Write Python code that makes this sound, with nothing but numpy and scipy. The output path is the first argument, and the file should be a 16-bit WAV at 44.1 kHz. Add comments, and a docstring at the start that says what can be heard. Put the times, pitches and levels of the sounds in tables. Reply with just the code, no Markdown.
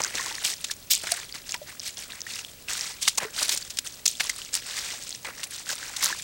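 """Swishes of fine spray and low gurgles: boots shuffling in a shallow puddle on flooded grass.
Fast drags hiss as mist, slow ones break into pitched drips; the churned water bubbles behind.
Soles slap and squeeze out water pockets, drops tick on the surface, trapped air rings as plops.
Behind it are a faint rush of open air, with no echo, and a camera's thin electronic whine."""
import sys
import numpy as np
from scipy import signal
from scipy.fft import rfft, irfft
from scipy.io import wavfile
from scipy.ndimage import uniform_filter1d

SR = 44100
rng = np.random.default_rng(int(sys.argv[2]) if len(sys.argv) > 2 else 0)


def store_wav(level_fs):
    """Save 16-bit WAV to argv[1]."""
    pcm = np.round(np.clip(np.atleast_2d(level_fs), -1, 1) * 32767)
    wavfile.write(sys.argv[1], SR, pcm.T.astype(np.int16))


N = 274743
TIME_S = np.arange(N) / SR

# boot drags through the water: t/s, rise/s, length/s, spray level/dB, churn level/dB
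BOOT_STROKES = [(0.0, 0.0017, 0.15, -36, -37), (0.139, .015, 0.19, -32, -35),
                (0.33, 0.032, 0.14, -38.5, -43.5), (0.427, 0.017, 0.087, -28, -40.5),
                (0.554, 0.15, 0.13, -39, -53), (0.899, 0.0074, 0.035, -20, -42.5),
                (1.013, 0.028, 0.19, -34.5, -38), (1.331, 0.012, 0.058, -40, -45),
                (1.434, 0.071, 0.092, -37, -48), (1.655, 0.036, 0.072, -43.5, -44),
                (1.807, 0.059, 0.065, -29.5, -43.5), (1.95, 0.059, 0.1, -39, -45.5),
                (2.082, 0.019, 0.11, -44, -43.5), (2.255, .05, 0.14, -34, -43),
                (2.676, 0.014, 0.23, -30.5, -37), (3.006, 0.016, 0.092, -30.5, -47),
                (3.192, .025, 0.05, -38.5, -33.5), (3.327, 0.074, 0.13, -28, -37.5),
                (3.464, 0.05, 0.087, -26, -37.5), (3.847, 0.018, 0.021, -30.5, -42),
                (4.072, 0.0067, .024, -26.5, -61), (4.205, 0.0087, 0.098, -33.5, -41),
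                (4.35, 0.013, 0.12, -39.5, -50.5), (4.525, 0.017, 0.048, -29, -39.5),
                (4.593, 0.18, .36, -32.5, -38.5), (5.01, 0.012, 0.16, -40, -55),
                (5.245, 0.0091, 0.05, -43, -36.5), (5.333, .05, 0.11, -41, -45.5),
                (5.497, 0.032, 0.096, -35.5, -45.5), (5.641, 0.066, 0.089, -29.5, -37),
                (5.737, 0.095, 0.28, -37.5, -40.5), (5.963, 0.077, 0.15, -29, -33),
                (6.024, 0.0075, 0.034, -24.5, -38.5), (6.157, .015, 0.064, -38, -64)]


def strokes(sag_db_per_s=27, drain_db=-11, drain_s=0.16, swish_push_s=0.0073):
    """Each drag speeds up, sags, stops and drains; returns spray gain, churn gain and drip share."""
    spray_power = np.full(N, amp(-53) ** 2)  # puddle at rest
    churn_power = np.full(N, amp(-71.5) ** 2)
    drip_power = 0.66 * spray_power
    for start_s, rise_s, length_s, spray_db, churn_db in BOOT_STROKES:
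        t = TIME_S - start_s
        after_s = np.maximum(t - length_s, 0)
        release_s = 0.014 + 0.13 * length_s
        drive = np.clip(t / rise_s, 0, 1) * amp(-sag_db_per_s * np.clip(t - rise_s, 0, length_s))
        push = (drive * np.exp(-after_s / release_s)) ** 2
        drain = (drive * amp(drain_db) * np.exp(-after_s / drain_s)) ** 2
        spray_power += amp(spray_db) ** 2 * (push + drain)
        churn_power += amp(churn_db) ** 2 * (push + drain)
        # a small push breaks into drips, a large one merges into a swish
        merging = 1 + length_s * amp(spray_db) / swish_push_s
        drip_power += amp(spray_db) ** 2 * 0.76 * (push / merging + drain)
    return np.sqrt(spray_power), np.sqrt(churn_power), np.clip(drip_power / spray_power, 0, 0.95)


def wading(clump_db=4):
    """Dragged boots throw spray and churn the water; dripping water comes in little bunches."""
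    spray_gain, churn_gain, drip_share = strokes()
    smooth_share = np.sqrt(1 - drip_share ** 2)
    swish = spray_gain * spray(spray_gain, drip_share, smooth_share)
    gurgle = churn_gain * churn(drip_share, smooth_share)
    clumps = amp(clump_db * drip_share * (np.minimum(flutter(samples=350), 2) - 0.465))
    return clumps * (swish + gurgle) + stray_drops(spray_gain, drip_share)


# spray spectrum: f/Hz, level/dB
SPRAY_SPECTRUM = [(200, -26), (700, -32), (1500, -21), (2400, -3), (3600, 3.5), (6000, 4), (8400, 1.5),
                  (10000, -9.5), (12000, -14), (15500, -19)]


def spray(spray_gain, drip_share, smooth_share, atomised_hz=9000, hard_kick_db=-19):
    """Fast water merges into mist with grass ticking in it; slow water falls apart into drips."""
    grass = swarm(per_s=1800, low_hz=1600, high_hz=11000, cycles=7, spread_db=4.2, glide=0.1, sizes=24)
    fizz = amp(-3) * unit(np.diff(grass, prepend=0)) + rng.standard_normal(N)
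    mist = steady(colour(fizz, SPRAY_SPECTRUM), samples=900)
    drips = swarm(per_s=520, low_hz=2200, high_hz=9500, cycles=25, spread_db=4.6, glide=0.08, sizes=44)
    drips = steady(np.diff(drips, prepend=0), samples=4500)  # small bubbles radiate better
    highpass = signal.butter(2, atomised_hz, "high", fs=SR, output="sos")
    fine_hiss = unit(signal.sosfilt(highpass, rng.standard_normal(N)))
    hardness = np.minimum(spray_gain / amp(hard_kick_db), 1)  # harder kicks break the water finer
    return smooth_share * mist + drip_share * drips + 0.77 * hardness * fine_hiss


# churned water spectrum: f/Hz, level/dB
CHURN_SPECTRUM = [(150, -9), (400, -8), (750, -5), (1300, 0), (2000, 5), (2800, -2.5), (4500, -19)]


def churn(drip_share, smooth_share):
    """Water behind the boot: a smooth wash and a gurgle of larger bubbles."""
    gurgle = swarm(per_s=650, low_hz=307, high_hz=2770, cycles=11.6, spread_db=4.5, glide=0.073, sizes=34)
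    gurgle = steady(colour(np.diff(gurgle, prepend=0), CHURN_SPECTRUM), samples=1800)
    wash = amp(-3) * unit(colour(rng.standard_normal(N), CHURN_SPECTRUM))
    return smooth_share * wash + np.sqrt(drip_share) * gurgle


def stray_drops(spray_gain, drip_share):
    """Where the water drips, random drops tick on the surface."""
    ticks = swarm(per_s=60, low_hz=2920, high_hz=10200, cycles=6.6, spread_db=3.5, glide=0.1, sizes=12)
    return amp(-6) * drip_share ** 3 * spray_gain * unit(ticks)


# sole contacts, and at 3.211 s a low gurgle of churned water: t/s, level/dB, squeeze/s, water pocket f/Hz
SOLE_SLAPS = [(.002, -23, 0.0025, 626), (0.033, -28, 0.0042, 6150), (.143, -34.5, 0.0061, 436),
              (0.446, -17.5, 0.0037, 5240), (0.641, -21.5, 0.0044, 3920), (0.708, -21.5, 0.0058, 4560),
              (1.036, -34, 0.0019, 666), (1.071, -24.5, 0.00041, 2090), (1.115, -18, 0.0053, 3750),
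              (1.542, -21, 0.00089, 1980), (3.021, -21.5, .009, 6640), (3.076, -12, 0.0032, 2420),
              (3.078, -10.5, 0.0071, 5300), (3.174, -15.5, 0.0097, 6070), (3.179, -23, 0.0042, 890),
              (3.211, -29, 0.023, 604), (3.411, -28.5, 0.0083, 694), (3.425, -17, 0.0045, 5500),
              (3.492, -13.5, 0.002, 3770), (3.573, -21.5, 0.0025, 6530), (3.699, -29.5, 0.0063, 4720),
              (3.77, -27.5, 0.0021, 4400), (3.786, -15.5, 0.0019, 4800), (4.0557, -10, 0.0078, 5460),
              (4.197, -16.5, 0.011, 2540), (4.2, -33, 0.0065, 955), (4.293, -18, 0.0043, 5170),
              (4.551, -16.5, 0.0017, 6160), (5.246, -33.5, 0.0018, 2400), (5.431, -25.5, 0.0025, 3150),
              (5.438, -25, 0.0012, 7150), (5.962, -24, 0.0052, 4870), (6.023, -20, 0.0034, 5160)]
# splash spectrum: f/Hz, level/dB
SPLASH_SPECTRUM = [(120, 5), (400, -7), (1500, -0.5), (4000, -0.5), (7000, 2.5), (9000, -0.5), (12000, -8),
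                   (15500, -10)]


def slaps(pocket_q=1.25, clicks_per_s=4500, contact_db=-12, attack_s=0.00048, crack_hz=10500):
    """A sole hits the water and squeezes out tiny clicks, coloured by the pocket under it."""
    out = np.zeros(N)
    t = np.arange(8192) / SR
    f = np.fft.rfftfreq(len(t), 1 / SR) + 1
    for start_s, db, squeeze_s, hz in SOLE_SLAPS:
        clicks = random_clicks(len(t), clicks_per_s, spread_db=5, max_spreads=4)
        pocket = 1 / (1 + 1j * pocket_q * (f / hz - hz / f))
        broadband = amp(-12) * min(hz / 4000, 1) * f / (f + 500)
        burst = irfft(rfft(clicks) * (pocket + broadband))
        burst = steady(colour(burst, SPLASH_SPECTRUM), samples=110)
        # pressure builds until the pocket bursts; a harder slap empties it sooner
        build = amp(contact_db * (1 - t / squeeze_s))
        fall_s = 0.0035 * amp(0.49 * (-16.5 - db))
        swell = np.where(t < squeeze_s, build, np.exp(-abs(t - squeeze_s) / fall_s))
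        add(out, start_s, amp(db) * burst * swell * np.minimum(t / attack_s, 1))
        # the film of a small pocket tears with a bright crack
        crack = min(hz / 5000, 1) * ring(crack_hz, t60_s=0.00015, glide=0)
        add(out, start_s + squeeze_s, amp(db + 3) * crack)
    return out


# distinct drops: t/s, level/dB, f/Hz
CLEAR_DROPS = [(0.0184, -11.5, 6330), (0.0475, -9, 6400), (.154, -12.5, 6940), (0.454, -12.5, 3100),
               (0.472, -27, 5000), (.936, -4.5, 6800), (1.12, -3, 9100), (1.493, -21.5, 5160),
               (1.5102, -20, 6350), (1.8012, -22, 5060), (1.9715, -23, 5570), (2.121, -22.5, 3870),
               (1.5214, -11.5, 6540), (1.7966, -19, 5700), (2.2065, -19.5, 6360), (2.2173, -17.5, 5700),
               (2.4482, -21.5, 3230), (2.685, -19, 2590), (2.81, -13.5, 5400), (3.8737, -21, 6000),
               (4.4494, -23, 6300), (4.5341, -17, 6530), (4.5417, -6.5, 7600), (5.037, -22, 7840),
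               (5.093, -16, 7700), (5.1067, -19, 6130), (5.127, -19, 4200), (5.1497, -23.5, 5350)]


def drops(cycles=18, snap_db=-9, trim_db=-1):
    """A drop lands with a small snap and the brief ring of a tiny bubble."""
    out = np.zeros(N)
    for start_s, db, hz in CLEAR_DROPS:
        gain = amp(db + trim_db)
        add(out, start_s, gain * ring(hz, cycles / hz, glide=0.1, onset_cycles=0.53))
        add(out, start_s, gain * amp(snap_db) * ring(hz=5340, t60_s=0.0044, glide=0))
    return out


# trapped air bubbles: t/s, level/dB, f/Hz
TRAPPED_BUBBLES = [(.038, -12, 5800), (.047, -23, 1540), (0.179, -26, 1720), (.195, -22, 1830),
                   (.198, -27.5, 1050), (.266, -31.5, 1020), (.312, -33, 890), (.699, -27.5, 1690),
                   (1.121, -26, 678), (1.325, -23, 4640), (1.55, -31.5, 940), (1.616, -33, 586),
                   (2.267, -26, 1840), (3.25, -30.5, 427), (4.297, -17.5, 2020), (5.694, -25, 1610),
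                   (6.101, -29, 994), (6.127, -19.5, 1670)]


def bubbles(cycles=39.6):
    """Air trapped under a boot comes up as plops; large, low bubbles ring longer."""
    out = np.zeros(N)
    for start_s, db, hz in TRAPPED_BUBBLES:
        add(out, start_s, amp(db) * ring(hz, cycles / hz, glide=0.12))
    return out


# outdoor background spectrum: f/Hz, level/dB
AIR_SPECTRUM = [(12, -41), (20, -0.5), (85, -0.5), (133, -1.5), (213, -3.5), (289, -5.5), (393, -7),
                (631, -7.5), (857, -13.5), (7310, -13), (10200, -14.5), (14300, -16.5), (15500, -16.5)]


def open_air(level_db=-50):
    """A faint, steady rush, strongest in the bass."""
    return amp(level_db) * unit(colour(rng.standard_normal(N), AIR_SPECTRUM))


def camera_whine(hz=15734, level_db=-56, throb_hz=10, depth=0.2):
    """A thin, throbbing electronic tone."""
    tone = amp(level_db) * np.sqrt(2) * np.sin(2 * np.pi * hz * TIME_S)
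    return tone * (1 - depth * np.cos(2 * np.pi * throb_hz * TIME_S))


def ring(hz, t60_s, glide, onset_cycles=0.43):
    """One bubble: a dying sine whose pitch climbs by glide as it nears the surface."""
    t = np.arange(int(t60_s * SR) + 16) / SR
    turns = hz * (t + glide * t ** 2 / (2 * t60_s))
    onset = 1 - np.exp(-turns / onset_cycles)
    wave = np.sin(2 * np.pi * turns) * amp(-60 * t / t60_s) * onset
    return wave / abs(wave).max()


def swarm(per_s, low_hz, high_hz, cycles, spread_db, glide, sizes):
    """A random shower of bubbles, log-spaced in pitch."""
    out = np.zeros(N)
    for hz in np.geomspace(low_hz, high_hz, sizes):
        clicks = random_clicks(N, per_s / sizes, spread_db, max_spreads=4.5)
        bubble = ring(hz, cycles * rng.uniform(0.95, 1.22) / hz, glide)
        out += signal.oaconvolve(clicks, bubble)[:N]
    return out


def random_clicks(samples, per_s, spread_db, max_spreads):
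    """Impulses of random sign: most are faint, a few stand out."""
    chance, strength, sign = rng.random((3, samples))
    gain = amp(spread_db * np.minimum(-np.log(1 - strength), max_spreads))
    return (chance < per_s / SR) * gain * np.sign(sign - 0.5)


def flutter(samples):
    """Smoothed noise, rms 1."""
    return unit(smooth(rng.standard_normal(N), samples))


def steady(x, samples):
    """Evens out the power, leaving the finer grain."""
    return x / np.sqrt(abs(smooth(x ** 2, samples)) + 1e-12)


def smooth(x, samples):
    """Moving average, applied twice."""
    return uniform_filter1d(uniform_filter1d(x, samples), samples)


def colour(x, spectrum):
    """Filters x by a spectrum interpolated over log frequency."""
    hz, db = np.transpose(spectrum)
    f = np.fft.rfftfreq(len(x), 1 / SR)
    gain = amp(np.interp(np.log(f + 1), np.log(hz), db))
    return irfft(rfft(x) * gain, len(x))


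def amp(db):
    """Decibels to gain."""
    return 10 ** (np.asarray(db) / 20)


def unit(x):
    """Scales x to rms 1."""
    return x / np.sqrt(np.mean(x ** 2) + 1e-20)


def add(mix, start_s, sound):
    """Mixes a sound in at start_s."""
    part = mix[max(round(start_s * SR), 0):][:len(sound)]
    part += sound[:len(part)]


def scene():
    """Open air and all the water sounds, in mono."""
    return (open_air() + wading() + slaps() + drops() + bubbles())[None]


def record(dry, ceiling=0.9, cutoff_hz=16100):
    """The camera adds its whine, rounds off the highest peaks and limits the band."""
    rounded = ceiling * np.tanh((dry + camera_whine()) / ceiling)
    lowpass = signal.firwin(511, cutoff_hz, window=("kaiser", 9), fs=SR)
    return signal.oaconvolve(rounded, lowpass[None], "same")


dry = scene()
out = record(dry)
store_wav(out)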